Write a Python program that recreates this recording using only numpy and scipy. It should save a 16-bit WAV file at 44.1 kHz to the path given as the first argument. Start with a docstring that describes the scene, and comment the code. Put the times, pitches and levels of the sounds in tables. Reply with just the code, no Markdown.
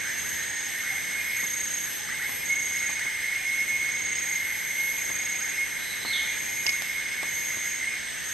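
"""A dense insect chorus drones near 2 kHz in a rainforest, with whining singers standing out of it.
A cricket trills about once a second, its far neighbours answer, and katydids hiss and buzz above.
Rising whoops, a bird's falling call and low hoots echo among the trunks; handling ticks, snaps and bumps.
Crowds are filtered noise and single callers are sines with moving pitch and level;
trunk echoes are convolution with decaying noise, and contacts are brief bursts of coloured noise."""
import sys
import numpy as np
from scipy import signal
from scipy.fft import rfft, irfft, next_fast_len
from scipy.io import wavfile
from scipy.ndimage import map_coordinates

SR = 44100
rng = np.random.default_rng(int(sys.argv[2]) if len(sys.argv) > 2 else 0)


def int16_out(signal):
    """Quantize to a 16-bit WAV file."""
    q = np.round(np.clip(np.atleast_2d(signal).T, -1, 1) * 32767)
    wavfile.write(sys.argv[1], SR, q.astype(np.int16))


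N = 367353
T = np.arange(N) / SR  # time of each sample, s

# All levels below are relative, in dB; the functions add their own trims.
# Spectra. Each row: frequency in Hz, spectral level in dB per Hz.
AIR_SPECTRUM = [(20, -22), (60, 1), (130, 1.5), (300, -2.5), (650, -6), (860, -4), (1200, -6.5),
                (3000, -27.5), (7000, -31), (9000, -55.5), (13000, -32)]
CHORUS_SPECTRUM = [(900, -48), (1300, -26), (1480, -6.5), (1650, 0.5), (1850, 1), (2000, 0), (2200, -1),
                   (2320, -3), (2520, -19.5), (2800, -62.5)]
CICADA_SPECTRUM = [(2000, -15), (2500, 3), (2680, 0.5), (2800, 0), (3000, 5), (3600, 3), (4200, -1),
                   (4600, -4), (5600, -5.5), (6800, -12.5), (8000, -50)]
CRICKET_SPECTRUM = [(5300, -37), (5750, -16.5), (6000, 2), (6200, 7), (6450, 9.5), (6620, 3.5),
                    (6750, -50.5), (7100, -63)]
KATYDID_SPECTRUM = [(7000, -21.5), (7500, -20.5), (7750, -13), (7900, -9.5), (8230, -3), (8450, -7.5),
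                    (8700, -12.5), (8900, -23), (9300, -72.5)]
TICK_SPECTRUM = [(300, -10), (2000, -1), (5000, -5), (8000, -5.5), (12000, -13.5)]
SNAP_SPECTRUM = [(300, -21), (1500, -14), (2900, -1.5), (3500, -11), (4200, -7.5), (5400, 4), (6000, -13),
                 (8000, -19), (12000, -32)]
BUMP_SPECTRUM = [(30, -22), (150, -4), (270, 1.5), (500, -11), (1000, -1.5), (2500, -20.5), (6000, -28),
                 (10000, -52.5)]
# Width of the air. Each row: frequency in Hz, side-to-mid ratio in dB.
AIR_SIDE = [(25, -6.5), (60, -12), (125, 4), (250, 8.5), (500, 9), (1000, 1), (3000, -8.5), (9000, 0)]
# Reverberation of the trees. Each row: frequency in Hz, time to fall by 60 dB in s.
FOREST_T60 = [(300, 0.54), (2000, 0.73), (4000, 0.92), (10000, 0.28)]

# Contacts: faint handling ticks, dry snaps close by, soft handling bumps.
# Each row: start in seconds, level at the onset in dB.
TICKS = [(2.9944, -17.5), (3.889, -22), (6.725, -24), (6.8204, -14.5), (7.231, -20)]
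SNAPS = [(6.6646, -15.5), (6.6918, -18.5)]
BUMPS = [(1.43, -34.5), (2.289, -39), (2.892, -34), (3.052, -36.5), (5.099, -36.5), (6.049, -32),
         (6.654, -37), (7.228, -31.5), (7.569, -39)]

# The bird's faint opening note and its loud falling slur.
# Each row: time in seconds, pitch in Hz, level in dB.
BIRD = [(5.74, 3900, -62), (5.82, 3950, -46), (5.95, 3950, -46), (6.01, 3900, -52), (6.06, 4150, -37),
        (6.115, 4180, -35), (6.135, 3700, -33), (6.18, 3280, -31), (6.24, 3050, -48)]
# Bouts of far low hooting. Each row: start in seconds, end in seconds, level of the first hoot in dB.
HOOT_BOUTS = [(.5, .9, -50), (1.95, 2.5, -51), (2.9, 3.4, -52), (4.25, 5.0, -53), (5.3, 5.9, -53.5),
              (6.25, 6.45, -55.5)]
HOOT_HZ, HOOT_SCATTER_HZ = 842, 14  # mean pitch and its standard deviation
HOOT_S, HOOT_GAP_S = .06, .095  # length, and spacing from start to start
HOOT_FADE_DB_PER_S = 7.5

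# The highest insects, each drifting slowly up and down.
# Each row: mean pitch in Hz, level in dB, drift period in s, time of a highest pitch in s.
HIGH_SINGERS = [(11637, -3, 4.05, .62), (11509, -5, 4.75, 1.15), (11918, -6, 3.2, .65)]
# Level of the highest insects. Each row: time in seconds, level in dB.
HIGH_LEVEL = [(0.03, -52.5), (0.33, -47.5), (0.56, -53.5), (0.88, -47.5), (1.09, -52.5), (1.27, -46),
              (1.73, -51), (1.96, -45.5), (2.03, -53), (2.36, -44.5), (2.58, -52.5), (2.77, -45.5),
              (2.88, -50.5), (3.67, -50), (4.15, -55), (4.27, -47.5), (4.7, -49.5), (4.87, -45),
              (5.14, -51.5), (6.96, -47.5), (7.08, -54), (7.38, -46), (7.59, -52), (7.65, -48),
              (8.05, -54.5), (8.3, -50)]
HIGH_DRIFT_HZ = 23
HIGH_STROKES_PER_S, HIGH_STROKE_DEPTH = 290, .4

# Thin steady singers. Each row: pitch in Hz, half-width in Hz, level in dB.
STEADY_SINGERS = [(2989, 18, -56), (2711, 17, -54), (4066, 16, -62), (5183, 22, -52.5), (7320, 40, -63.5)]
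# Waves of far crickets answering. Each row: start in seconds, end in seconds, level in dB.
ANSWERS = [(-.1, 0.348, -40.5), (.5, 1.103, -42.5), (1.355, 2.004, -41.5), (2.45, 2.954, -41),
           (3.448, 4.3, -42), (4.54, 5.15, -41), (5.2, 5.7, -45), (6.15, 6.747, -44), (7.216, 7.718, -40),
           (8.182, 8.6, -43)]
ANSWER_RISE_S, ANSWER_FALL_S, CRICKET_BED_DB = .16, .23, -44
CICADA_DB, KATYDID_DB, KATYDID_FADE_DB_PER_S = -43, -43, .09

# The near cricket's trills. Each row: start in seconds, length in s, level in dB, pulse depth from 0 to 1.
TRILLS = [(0.177, 0.52, -36.5, .55), (1.355, 0.52, -32.5, 1), (2.443, 0.52, -34, 0.88),
          (3.906, 0.49, -33.5, 1), (4.971, 0.56, -35, 1), (6.278, .55, -36, 0.3), (7.27, 0.53, -34.5, 0.3),
          (8.24, .5, -35.5, 0.5)]
STROKES_PER_S = 29.55
TRILL_HZ, COLD_FLAT_HZ, WARM_UP_S = 6542, 70.6, .1478  # a trill starts flat and climbs to its pitch

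# Levels of the massed chorus and of its whining singers. Each row: time in seconds, level in dB.
MASS_LEVEL = [(0.03, -34), (0.69, -37.5), (2.08, -39), (2.1, -32), (2.17, -42), (2.22, -36.5), (2.29, -40),
              (3.28, -37), (3.62, -39), (4.2, -38), (7.84, -38), (8.3, -37.5)]
WHINE_LEVEL = [(0.03, -34), (0.24, -45), (1.27, -30.5), (1.96, -48), (2.24, -36), (2.45, -37), (2.52, -33),
               (2.72, -32.5), (3.62, -31), (4.2, -31), (4.96, -34.5), (4.98, -33.5), (5.53, -33.5),
               (5.6, -36.5), (6.04, -36.5), (6.16, -32.5), (7.93, -34.5), (8.3, -53)]
# Near rising whoops. Each row: start in seconds, level in dB.
WHOOPS = [(.735, -40), (.83, -34), (.92, -37), (1.26, -39), (1.36, -38), (2.082, -36), (2.185, -32.5),
          (2.71, -39), (2.8, -39), (2.98, -37), (3.07, -37), (3.2, -37), (3.29, -37), (4.56, -38),
          (7.8, -38)]
# Near whistles held over the chorus. 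Each row: start in seconds, end in seconds, pitch in Hz, level in dB.
WHISTLES = [(.3, .85, 1824, -44.5), (1.28, 1.43, 2205, -38.5), (2.495, 2.55, 2180, -26),
            (3.44, 3.9, 2165, -32), (4.31, 4.45, 2115, -33.5), (4.78, 4.97, 2156, -29.5),
            (5.48, 5.66, 2440, -42), (5.575, 5.66, 2170, -28), (6.1, 6.26, 2168, -32),
            (6.27, 6.45, 2410, -42), (6.57, 6.72, 2440, -44), (6.675, 6.715, 2190, -26),
            (7.81, 7.86, 2105, -32)]
WHINE_HZ = 2161
UPPER_DB = -15.5  # the upper singers relative to the whine level
TOP_HZ = 13200  # band limit of the output


def amp(db):
    """Logarithmic level: decibels to amplitude gain."""
    return 10 ** (np.asarray(db) / 20)


def unit(x):
    """Normalisation: scale to rms 1."""
    return x / np.sqrt(np.mean(x ** 2) + 1e-20)


def along(points, hz):
    """Interpolation of (frequency, value) points on a logarithmic frequency axis."""
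    f, v = np.transpose(points)
    return np.interp(np.log(hz + 1), np.log(f + 1), v)


def curves(rows):
    """Linear envelopes: one value per sample for each column after the time."""
    s, *cols = np.transpose(rows)
    return [np.interp(T, s, c) for c in cols]


def wobble(rate):
    """Slow random modulation: a smooth curve through rate random knots a second."""
    knots = rng.standard_normal(int(N * rate / SR) + 4)
    return map_coordinates(knots, [T * rate])


def filtered(x, response):
    """Linear filtering: the spectrum of x times a response of frequency."""
    m = next_fast_len(N + SR // 2)
    hz = np.fft.rfftfreq(m, 1 / SR)
    return irfft(rfft(x, m) * response(hz), m)[..., :N]


def noise(spectrum):
    """Coloured noise: two unrelated noises of one spectrum, scaled together to rms 1."""
    white = rng.standard_normal((2, N))
    return unit(filtered(white, lambda hz: amp(along(spectrum, hz))))


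def whine(centre_hz, width_hz):
    """Multipath blurring: a tone's many paths through the trees make a narrow band; two unrelated versions."""
    white = rng.standard_normal((2, N))
    return unit(filtered(white, lambda hz: 1 / (1 + ((hz - centre_hz) / width_hz) ** 2)))


def tone(hz):
    """Frequency modulation: a sine of rms 1 whose phase accumulates a pitch curve."""
    return np.sqrt(2) * np.sin(2 * np.pi * np.cumsum(hz) / SR)


def spread(pair, side_db):
    """Stereo width: left and right are the sum and difference of a mid and a side signal."""
    mid, side = pair[0], pair[1] * amp(side_db)
    return np.array([mid + side, mid - side])


def ports(x, lead):
    """Interaural phase: a tone reaches two microphone ports lead radians apart."""
    analytic = signal.hilbert(x, next_fast_len(N))[:N]
    return np.real(analytic * np.exp(.5j * lead * np.array([[1], [-1]])))


def scatter(x, side_db):
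    """Diffuse reverberation: trunks and leaves answer with noise that decays at a rate set by frequency."""
    hz, t, z = signal.stft(rng.standard_normal((2, SR)), SR, nperseg=256)
    decay = amp(-60 * t / along(FOREST_T60, hz)[:, None])
    tail = signal.istft(z * decay, SR, nperseg=256)[1]
    tail = tail / np.linalg.norm(tail[0])
    wet = signal.fftconvolve(x[None], tail, axes=1)[:, :N]
    return spread(wet, side_db)


def forest(x, wet_db, side_db):
    """Direct and scattered sound, weighted by the sum of powers to hold the level roughly constant."""
    wet = amp(wet_db)
    return (x + wet * scatter(x, side_db)) / np.hypot(1, wet)


def knocks(rows, spectrum, t60):
    """Damped impact: brief contacts as coloured bursts that fall by 60 dB in t60 seconds."""
    blows = np.zeros(N)
    for start, db in rows:
        rise = np.clip((T - start) / .00079, 0, 1)
        blows += amp(db - 60 * np.maximum(T - start, 0) / t60) * rise
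    return blows * noise(spectrum)


def notes(rows, waver_hz):
    """Pitch relaxation: held tones start flat, settle exponentially onto their pitch and waver."""
    out, waver = np.zeros(N), waver_hz * wobble(30)
    for start, end, hz, db in rows:
        on = (T > start) & (T < end)
        age = T[on] - start
        gate = np.clip(age / .0043, 0, 1) * np.clip((end - T[on]) / .021, 0, 1)
        scoop = 1 - .01184 * np.exp(-age / .038)
        out[on] += amp(db) * gate * tone(hz * scoop + waver[on])
    return out


def whoops(rows):
    """Exponential glide: whistles shoot up and level off; rows of (s, dB, top Hz, glide s)."""
    out, age = np.zeros(N + SR), np.arange(int(.12 * SR)) / SR
    swell = np.clip(age / .04, 0, 1) * np.clip((age[-1] - age) / .045, 0, 1)
    for start, db, top_hz, glide in rows:
        hz = top_hz * (1 - .6 * np.exp(-age / glide))
        first = max(round(start * SR), 0)
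        out[first:first + len(age)] += amp(db) * swell * tone(hz)
    return out[:N]


def air():
    """Diffuse field: the soft rush of the forest, with a stereo width that depends on frequency."""
    mid, side = noise(AIR_SPECTRUM)
    side = filtered(side, lambda hz: amp(along(AIR_SIDE, hz)))
    return amp(-51.5 + 1.1 * wobble(2.97)) * np.array([mid + side, mid - side])


def handling():
    """Impulsive excitation: snaps, ticks and bumps close by, without forest scatter."""
    snaps = amp(-2.5) * spread(knocks(SNAPS, SNAP_SPECTRUM, t60=.03), side_db=1)
    ticks = amp(-9) * spread(knocks(TICKS, TICK_SPECTRUM, t60=.02), side_db=-3)
    bumps = amp(-2) * spread(knocks(BUMPS, BUMP_SPECTRUM, t60=.089), side_db=-8)
    return snaps + ticks + bumps


def hoots():
    """Repeated tone bursts: runs of short low notes, each run fading, smeared by the trunks."""
    rows = []
    for start, end, db in HOOT_BOUTS:
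        for s in np.arange(start, end, HOOT_GAP_S):
            late, sharp, extra = rng.standard_normal(3) * [.015, HOOT_SCATTER_HZ, 2.2]  # s, Hz, dB
            level = db - HOOT_FADE_DB_PER_S * (s - start) + extra
            rows.append((s + late, s + late + HOOT_S, HOOT_HZ + sharp, level))
    far = notes(rows, waver_hz=32) * amp(-2 + 4.1 * wobble(60))
    return forest(far, wet_db=-2, side_db=-6)


def bird():
    """Random frequency modulation: slurs that rasp more as they fall, smeared by the trunks."""
    bird_hz, bird_db = curves(BIRD)
    rasp_hz = 120 + .08 * (bird_hz.max() - bird_hz)
    slur = tone(bird_hz + rasp_hz * wobble(700))
    calling = (T > BIRD[0][0]) * (T < BIRD[-1][0])
    call = amp(bird_db - 1 + 4.4 * wobble(400)) * calling * slur
    return forest(call, wet_db=-1, side_db=-11)


def high_katydid():
    """Amplitude modulation: fast wing strokes pulse three very high tones that drift in pitch."""
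    level_db, = curves(HIGH_LEVEL)
    buzz = np.zeros(N)
    for hz, db, period, crest in HIGH_SINGERS:
        drift = HIGH_DRIFT_HZ * np.cos(2 * np.pi * (T - crest) / period)
        cycle = 2 * np.pi * (HIGH_STROKES_PER_S * T + rng.random())
        strokes = 1 + HIGH_STROKE_DEPTH * np.cos(cycle)
        flicker = amp(db + 1.9 * wobble(7) + .9 * wobble(500))
        buzz += flicker * strokes * tone(hz + drift + 15 * wobble(500))
    return amp(level_db + 4.5) * (ports(buzz, lead=1.9) + amp(-6.5) * scatter(buzz, side_db=3))


def far_insects():
    """Incoherent summation: many far insects add in power to hiss, cricket waves and thin steady tones."""
    power = amp(CRICKET_BED_DB) ** 2
    for start, end, db in ANSWERS:
        rise = np.clip((T - start) / ANSWER_RISE_S, 0, 1)
        fall = np.clip(1 - (T - end) / ANSWER_FALL_S, 0, 1) ** 2
        power = power + amp(db) ** 2 * rise * fall
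    crickets = np.sqrt(power) * amp(.86 * wobble(55)) * spread(noise(CRICKET_SPECTRUM), side_db=-5)
    cicada_level = amp(CICADA_DB + .4 * wobble(4.4) + .53 * wobble(25))
    cicadas = cicada_level * spread(noise(CICADA_SPECTRUM), side_db=-11.5)
    katydid_level = amp(KATYDID_DB - KATYDID_FADE_DB_PER_S * T + .57 * wobble(60))
    katydids = katydid_level * spread(noise(KATYDID_SPECTRUM), side_db=-1.5)
    katydids = katydids * amp([[.9], [-.9]])  # towards the left
    singers = sum(amp(db) * whine(hz, width) for hz, width, db in STEADY_SINGERS)
    return cicadas + crickets + katydids + spread(singers, side_db=-9)


def cricket():
    """Stridulation: each wing stroke is one pulse of tone; the pitch climbs as the trill gets going."""
    song, scrape_hz = np.zeros(N), 42 * wobble(250)
    for start, length, db, depth in TRILLS:
        age = np.maximum(T - start, 0)
        gate = np.clip(age / .015, 0, 1) * np.clip((length - age) / .02, 0, 1)
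        cycle = 2 * np.pi * STROKES_PER_S * age
        stroke = 1 - depth * np.cos(cycle)
        cold = np.exp(-age / WARM_UP_S)
        hz = TRILL_HZ - COLD_FLAT_HZ * cold + 30 * np.sin(cycle) + scrape_hz
        song += amp(db - 2.9 * cold) * gate * stroke * tone(hz)
    song = song * amp(-3 + .67 * wobble(30))
    return ports(song, lead=.82) + amp(-12) * scatter(song, side_db=-18)


def chorus():
    """Superposition: far whoops merge into a drone, which whines where they level off; near singers stand out."""
    (mass_db,), (whine_db,) = curves(MASS_LEVEL), curves(WHINE_LEVEL)
    mass = amp(mass_db - 2 + .8 * wobble(35)) * spread(noise(CHORUS_SPECTRUM), side_db=-17.5)
    # 260 far whoops with random start (s), level (dB), top pitch (Hz) and glide time (s)
    swarm = whoops(rng.uniform([0, -6, 1850, .02], [T[-1], 0, 2200, .035], size=(260, 4)))
    swarm = amp(mass_db - 6) * forest(unit(swarm), wet_db=-3, side_db=-7.5)
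    crowd = amp(whine_db - 4.5 + .79 * wobble(16)) * spread(whine(2108, width_hz=71), side_db=-12.5)
    upper = amp(whine_db + UPPER_DB + 2.5 * wobble(14)) * spread(whine(2424, width_hz=37), side_db=-11)
    voice_hz = WHINE_HZ + 5 * wobble(5) + 8 * wobble(30)
    voice = amp(whine_db - 6 + 2.05 * wobble(25)) * tone(voice_hz)
    held = forest(voice + notes(WHISTLES, waver_hz=4.4), wet_db=-5, side_db=-17)
    rising = amp(-1 + 3.5 * wobble(140)) * whoops([(s, db, 2190, .024) for s, db in WHOOPS])
    rising = forest(rising, wet_db=-4.5, side_db=-15)
    return mass + swarm + crowd + upper + held + rising


def scene():
    """Superposition of sources: the forest, most of it a little to the right, and the handling close by."""
    callers = (bird() + hoots() + chorus()) * amp([[-.9], [.9]])
    insects = (far_insects() + cricket()) * amp([[-.7], [.7]])
    return air() + handling() + high_katydid() + insects + callers


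def record(dry):
    """Band limitation: nothing is kept from TOP_HZ upwards."""
    return filtered(dry, lambda hz: hz < TOP_HZ)


dry = scene()
out = record(dry)
int16_out(out)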